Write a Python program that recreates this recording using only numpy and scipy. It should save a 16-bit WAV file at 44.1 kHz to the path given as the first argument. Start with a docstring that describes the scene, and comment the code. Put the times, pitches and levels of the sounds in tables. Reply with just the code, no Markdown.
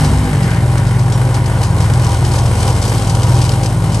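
"""A small diesel road roller creeps across a concrete yard, a few metres from a phone.
Its engine drones and clatters at a nearly steady speed. The drum shaker slows at the start,
then forces the steel drums to boom at its harmonics, which beat against the engine's.
Grit crackles under the drums, stones are crushed, one squeaks, and loose panels rattle.
A shed wall reflects all but the drone, boom and rumble."""
import sys
import numpy as np
from scipy import signal
from scipy.fft import rfft, irfft
from scipy.io import wavfile
from scipy.ndimage import uniform_filter1d

SR = 44100
rng = np.random.default_rng(int(sys.argv[2]) if len(sys.argv) > 2 else 0)


def inscribe(sig):
    """Save sig as 16-bit PCM at rate SR to the path in sys.argv[1].

    A 1-D sig is mono; a 2-D sig holds one channel per row.
    Samples are clipped to [-1, 1] before scaling.
    """
    pcm = np.round(np.clip(np.atleast_2d(sig).T, -1, 1) * 32767)
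    wavfile.write(sys.argv[1], SR, pcm.astype(np.int16))


N = 176400
T, FREQ = np.arange(N) / SR, np.arange(N // 2 + 1) * SR / N

# Drum shaker: time_s, rotation_hz, second_harmonic_db, third_harmonic_db
SHAKER_MOTION = [(0, 74, -14, -30), (.12, 72.5, -14.5, -28), (.2, 65, -25, -28), (.25, 56, -22, -28),
                 (.29, 49.5, -17, -18), (.35, 47, -19, -15), (.43, 44.3, -24, -14.5), (.54, 42.3, -21, -20),
                 (.64, 41.8, -19, -13.5), (.78, 42.8, -21, -15), (.9, 41.7, -29, -14),
                 (1.02, 41.9, -32, -11.5), (1.15, 41.7, -27, -14), (1.35, 42, -26, -13),
                 (1.48, 42.5, -22, -19), (1.56, 41.4, -22, -16), (1.66, 41.5, -18, -19),
                 (1.84, 41, -17, -18), (1.99, 41.5, -18, -10.5), (2.14, 39.7, -17.5, -21),
                 (2.24, 42, -18, -13.5), (2.33, 42.3, -18, -16), (2.48, 41, -19, -13.5),
                 (2.57, 40.5, -15.5, -23), (2.7, 40.9, -19, -13.5), (2.8, 41.3, -17.5, -24),
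                 (2.88, 40.2, -24, -13.5), (3.03, 40.5, -31, -22), (3.14, 40.2, -21, -14),
                 (3.25, 40.2, -20, -13), (3.32, 41.5, -19, -11.5), (3.42, 41, -18, -11.5),
                 (3.52, 42.8, -20, -15), (3.66, 42, -29, -20), (3.75, 41.5, -27, -16.5),
                 (3.85, 40.5, -25, -20), (4, 39.5, -26, -18)]


def exhaust(turns):
    """Periodic pulses radiate harmonics of the crankshaft; load at the start lifts the lowest six."""
    # Exhaust spectrum: order, light_db, loaded_db
    partials = [(1, -23.5, -22), (2, -16.5, -15), (3, -27.5, -22), (4, -35, -25.5), (5, -38, -23.5),
                (6, -36, -35), (7, -38.5, -41.5), (8, -45.5, -59), (10, -40.5, -62), (11, -39, -51)]
    load_end_s, load_fade_s = 0.33, 0.11
    load = np.clip(.5 + (load_end_s - T) / load_fade_s, 0, 1)
    drone = 0
    for order, light_db, loaded_db in partials:
        waver_db = .7 * np.sqrt(order) * walk(9)
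        drone += harmonic(turns, order) * undb(light_db + (loaded_db - light_db) * load + waver_db)
    return drone


def clatter(turns):
    """Impact excitation: uneven knocks, one a turn, rattle block and panels over steady fan noise."""
    # Spectrum of block and panels: frequency_hz, relative_db
    body_spectrum = [(120, -15), (300, 0), (420, 0), (560, -1.5), (690, -2), (900, -2), (1120, -6.5),
                     (1300, -10), (1520, -11), (2100, -12.5), (2700, -18), (3050, -17.5), (3600, -18.5),
                     (7000, -22.5), (8500, -16.5), (13000, -17.5)]
    # Clatter envelope: time_s, level_db
    body_levels = [(0, -20.5), (.35, -25), (1, -26), (1.8, -24.5), (2.7, -23), (3.5, -23.5), (4, -25)]
    # Rasp envelope: time_s, level_db
    rasp_levels = [(0, -29), (.3, -34.5), (.5, -29), (.68, -36), (1, -35), (2.2, -37), (3, -62), (4, -58)]
    knock_share, decay_turns, scatter_db = 0.49, 0.69, 1.8
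    rasp_hz, half_width_octaves = 1720, 0.34
    strength = undb(scatter_db * rng.standard_normal(1000))[turns.astype(int)]
    knock = strength * np.exp(-(turns % 1) / decay_turns)
    drive = np.sqrt(1 - knock_share + knock_share * knock ** 2 / np.mean(knock ** 2))
    body = colour(drive * noise_pair(), response(body_spectrum, FREQ))
    body *= undb(curve(body_levels) + .9 * walk(20))
    band_db = -10 * np.log10(1 + (np.log2((FREQ + 1) / rasp_hz) / half_width_octaves) ** 4)
    rasp = colour(drive * noise_pair(), band_db)
    rasp *= undb(curve(rasp_levels) + 2.0 * walk(13.34))
    return spread(body + rasp)


def drums(turns):
    """Forced vibration: the shaken drums boom, unevenly on rough ground; rolling adds a rumble."""
    # Drum radiation at the shaker's other harmonics: frequency_hz, level_db
    radiation = [(38, -44), (46, -35), (56, -23), (72, -17), (163, -26.5), (172, -29), (190, -26),
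                 (207, -39), (250, -38), (300, -42), (450, -66)]
    # Rolling noise: frequency_hz, relative_db
    rumble_spectrum = [(20, -15), (45, -4), (70, -9), (100, -5), (135, 6), (170, 0.5), (195, 2.5),
                       (225, -6.5), (330, -12.5), (600, -16.5), (1200, -38)]
    rough_db, waver_db, rumble_db = 1.1, 3.5, -27
    boom = 0
    for order in (2, 3):
        boom += harmonic(turns, order) * undb(curve(SHAKER_MOTION, column=order) + rough_db * walk(45))
    for order in (1, 4, 5, 6, 7, 9):
        level_db = response(radiation, order * curve(SHAKER_MOTION))
        boom += harmonic(turns, order) * undb(level_db + waver_db * walk(8.28))
    rumble = spread(colour(noise_pair(), response(rumble_spectrum, FREQ)))
    return boom + rumble * undb(rumble_db)


def grit(turns):
    """Shot noise: dense tiny cracks, pressed out twice a shaker turn, ring the drum shell."""
    # Spectrum of cracking grit: frequency_hz, relative_db
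    spectrum = [(500, -33), (1500, -3.5), (2500, 1.5), (3050, -5), (3800, -3), (4550, 1.5), (6200, 1),
                (7200, -2), (8500, 1), (13000, -4.5)]
    # Crackle envelope: time_s, level_db
    levels = [(0, -31.5), (.3, -40), (1.25, -44.5), (1.95, -38.5), (2.1, -27), (2.2, -36.5), (2.35, -29.5),
              (2.5, -36), (2.69, -26.5), (2.78, -36), (2.9, -33), (3.05, -32.5), (3.45, -29.5),
              (3.6, -39.5), (3.75, -43), (3.88, -36.5), (4, -30)]
    # Modes of the drum shell: pitch_hz, bandwidth_hz, relative_db
    shell_modes = [(2910, 65, 3), (3080, 93, 3.5), (4580, 44, 0), (5320, 100, -3), (6500, 54, -10.5)]
    grains_per_s, scatter_db, flicker_db, shell_db = 6000, 2.5, 2.0, -12
    cracks = (rng.random((2, N)) < grains_per_s / SR) * noise_pair()
    cracks *= undb(scatter_db * noise_pair())
    pressure = 1 + .65 * (np.cos(2 * np.pi * turns) + np.cos(4 * np.pi * turns)) / 2
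    envelope = undb(curve(levels) + flicker_db * walk(45.3)) * pressure
    crackle = cracks / cracks.std() * envelope
    shell = undb(shell_db) * resonate(crackle, shell_modes)
    return spread(colour(crackle, response(spectrum, FREQ)) + shell)


def crushed_stones():
    """Brittle fracture: each stone snaps and crumbles in an exponentially decaying burst of noise."""
    # Stones breaking under the drums: start_s, level_db, decay_s
    fractures = [(.044, -21.5, 0.018), (.184, -20.5, .004), (.243, -23, .004), (.428, -29, 0.027),
                 (.505, -27, 0.014), (0.546, -23, .003), (.78, -19.5, 0.0073), (.867, -27.5, 0.027),
                 (0.993, -24.5, 0.0084), (1.099, -27, .005), (1.123, -22, 0.011), (1.343, -22.5, 0.021),
                 (1.459, -24.5, .011), (1.617, -23, .006), (1.63, -21.5, 0.023), (1.783, -22, 0.0047),
                 (1.802, -26, 0.049), (1.936, -25.5, 0.013), (2.04, -31, .012), (2.066, -21.5, .006),
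                 (2.249, -21.5, 0.012), (2.317, -20, .004), (2.353, -20.5, 0.011), (2.384, -18.5, .01),
                 (2.462, -21.5, 0.0055), (2.753, -24, .004), (2.817, -18, 0.0045), (2.824, -20, 0.013),
                 (2.838, -23.5, .01), (2.851, -22, 0.024), (2.879, -20.5, .008), (2.895, -21, 0.0063),
                 (2.927, -22, 0.0044), (2.981, -20, .004), (3.079, -21, .004), (3.096, -17.5, 0.012),
                 (3.149, -14.5, 0.0048), (3.231, -20.5, 0.013), (3.352, -18.5, 0.0055), (3.375, -23, .004),
                 (3.416, -18.5, 0.013), (3.45, -19.5, 0.009), (3.492, -15, 0.0054), (3.518, -21, .007),
                 (3.633, -18, 0.0053), (3.644, -17, .005), (3.66, -17.5, 0.0065), (3.93, -21, .005),
                 (3.944, -20.5, .014)]
    # Spectrum of a fracture: frequency_hz, relative_db
    spectrum = [(500, -31), (1500, -3), (2500, -0.5), (3300, -3), (4000, 0.5), (4700, 3.5), (6300, 1.5),
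                (7300, -0.5), (8700, 1), (13000, -6)]
    rise_s, rough_db = .0018, 2.0
    power = 0
    for start_s, level_db, decay_s in fractures:
        age = np.maximum(T - start_s + rise_s / 2, 0)
        power += (undb(level_db) * np.minimum(age / rise_s, 1) * np.exp(-age / decay_s)) ** 2
    bursts = noise_pair() * np.sqrt(power) * undb(rough_db * walk(700))
    return spread(colour(bursts, response(spectrum, FREQ)))


def panels(turns):
    """Modal resonance: loose steel panels rattle at their own pitches, harder once a shaker turn."""
    # Panel modes: pitch_hz, bandwidth_hz, relative_db
    modes = [(523, 14, -1), (597, 35, -5), (788, 23.5, 4), (827, 42, -2.5), (953, 38, 0.5), (1020, 26, -2),
             (1101, 63, -6.5), (1455, 26, -4.5), (1562, 21, -14.5)]
    # Rattle envelope: time_s, level_db
    levels = [(0, -34), (.05, -24), (.12, -31), (.3, -30), (.8, -31), (1.15, -30), (1.25, -32.5),
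              (1.35, -24), (1.45, -32.5), (1.6, -27.5), (1.8, -28.5), (1.95, -30), (2.07, -25),
              (2.28, -31.5), (2.38, -26), (2.47, -30.5), (2.61, -27), (2.67, -22), (2.76, -31),
              (3.25, -26.5), (3.8, -31), (3.93, -27.5), (4, -31)]
    drive = (1 + 0.24 * np.cos(2 * np.pi * turns)) * noise_pair()
    return spread(resonate(drive, modes) * undb(curve(levels)))


def squeak():
    """Friction excitation: a slipping stone makes the drum sing briefly in wavering partials."""
    # Tones of stone on steel: pitch_hz, relative_db
    partials = [(3060, -8), (3275, -7), (3895, -8), (5532, -3), (5772, 0), (7282, -3)]
    peak_s, sigma_s, level_db = 1.144, .015, -37.5
    swell = np.exp(-((T - peak_s) / sigma_s) ** 2 / 2)
    wavering_time = np.cumsum(1 + .0015 * walk(200)) / SR
    return swell * sum(undb(level_db + db) * harmonic(wavering_time, hz) for hz, db in partials)


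def steel_ring(impacts):
    """Free decay: every impact leaves a brief, dense ring in the steel."""
    decay_s, ring_gain = .012, undb(-12)
    age = T[:4096]
    tail = rng.standard_normal(len(age)) * np.exp(-age / decay_s)
    ringing = signal.fftconvolve(impacts, tail[None] / np.linalg.norm(tail), axes=1)[:, :N]
    return (impacts + ring_gain * ringing) / np.hypot(1, ring_gain)


def wall_echo(sound):
    """Reflection: the shed wall returns a weaker, later copy, whose end wraps round to the start."""
    delay_s, level_db = .062, -17
    return np.roll(sound, int(delay_s * SR), axis=1) * undb(level_db)


def spread(pair):
    """Partial coherence: one signal reaches both ports, the other is their diffuse difference."""
    # Field at the two microphone ports: frequency_hz, diffuse_db, left_minus_right_db
    field = [(30, -40, 4), (130, -20, 4), (387, -12, 1), (800, -19.5, 1.5), (1400, -10, -1),
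             (2340, 0.5, 2.5), (2940, -8, 4), (3700, -13, 3.5), (4860, -5.5, 6), (6300, -10.5, 2.5),
             (7300, -16, 4), (8600, -7.5, 0), (12000, -26, 0.5)]
    diffuse = undb(response(field, FREQ))
    side = np.array([[1], [-1]])
    pan = undb(side * response(field, FREQ, column=2) / 2)
    spectra = rfft(pair[0]) + side * diffuse * rfft(pair[1])
    return irfft(spectra / np.sqrt(1 + diffuse ** 2) * pan, N)


def resonate(drive, modes):
    """Modal superposition: damped resonances of alternating sign, keeping the power of white input."""
    gain = 0
    for k, (hz, width_hz, db) in enumerate(modes):
        gain += undb(db) * (-1) ** k * FREQ * width_hz / (hz ** 2 - FREQ ** 2 + 1j * FREQ * width_hz)
    return irfft(rfft(drive) * gain / np.sqrt(np.mean(np.abs(gain) ** 2)), N)


def colour(sound, db):
    """Spectral shaping by a gain per frequency, keeping the power of white input."""
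    gain = undb(db)
    return irfft(rfft(sound) * gain / np.sqrt(np.mean(gain ** 2)), N)


def harmonic(turns, order):
    """A cosine of rms 1; phase-locked orders crest together, making one thump a turn."""
    return np.sqrt(2) * np.cos(2 * np.pi * order * turns)


def noise_pair():
    """Two independent white Gaussian noises."""
    return rng.standard_normal((2, N))


def walk(rate_hz):
    """Random modulation: values held for 1 / rate_hz seconds and smoothed twice; spread near 1."""
    hold = int(SR / rate_hz)
    steps = np.repeat(rng.standard_normal(N // hold + 1), hold)
    return 1.3 * uniform_filter1d(uniform_filter1d(steps, hold), hold)[:N]


def curve(rows, column=1):
    """Linear interpolation of a table column in time."""
    rows = np.array(rows)
    return np.interp(T, rows[:, 0], rows[:, column])


def response(rows, hz, column=1):
    """Interpolation of a table column on a log-frequency axis."""
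    rows = np.array(rows)
    return np.interp(np.log(hz + 1), np.log(rows[:, 0] + 1), rows[:, column])


def undb(db):
    """Decibels to amplitude ratio."""
    return 10 ** (np.asarray(db) / 20)


def scene():
    """Superposition: engine and shaker turn at different rates, so their harmonics beat."""
    # Crankshaft speed: time_s, rotation_hz
    engine_speed = [(0, 51.2), (.31, 50.6), (.39, 55.6), (.58, 54.8), (.82, 51.5), (1.0, 52.4), (1.25, 53),
                    (1.95, 51.9), (2.5, 52.2), (3.4, 51.5), (3.68, 53.2), (3.82, 51.7), (4, 52.6)]
    # Shaft angles in turns: starting angle, integrated speed and jitter.
    crank = 1.125 + np.cumsum(curve(engine_speed)) / SR + .004 * walk(20)
    shaker = 0.2916 + np.cumsum(curve(SHAKER_MOTION)) / SR + .006 * walk(16)
    impacts = clatter(crank) + grit(shaker) + crushed_stones()
    bright = steel_ring(impacts) + panels(shaker) + squeak()
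    lean_left = undb([[0.24], [-0.24]])
    return (exhaust(crank) + drums(shaker)) * lean_left + bright + wall_echo(bright)


def record(dry):
    """Transduction: the ports colour and phase-shift the treble; the phone rounds peaks and cuts highs."""
    # Response of the microphone ports: frequency_hz, gain_db, left_lead_rad
    ports = [(20, 0, 0), (300, 0, .04), (900, 0, .25), (1500, 0, .8), (2200, 0, 1.5), (2900, 0, .5),
             (4700, 0, .8), (6300, 0, .1), (7700, 0, .9), (8700, 0, -.1), (9400, 2, -1.8), (9950, 4, -2.7),
             (10500, 1, -3.6), (11200, -7, -4.9), (11700, -10, -6.28), (12500, -15, -6.28)]
    cutoff_hz = 12500
    phase = np.array([[0], [-1]]) * response(ports, FREQ, column=2)
    heard = irfft(rfft(dry) * undb(response(ports, FREQ)) * np.exp(1j * phase), N)
    rounded = heard / (1 + np.abs(heard) ** 8) ** (1 / 8)
    lowpass = signal.ellip(8, .2, 70, cutoff_hz, fs=SR, output="sos")
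    return signal.sosfilt(lowpass, rounded)


dry = scene()
out = record(dry)
inscribe(out)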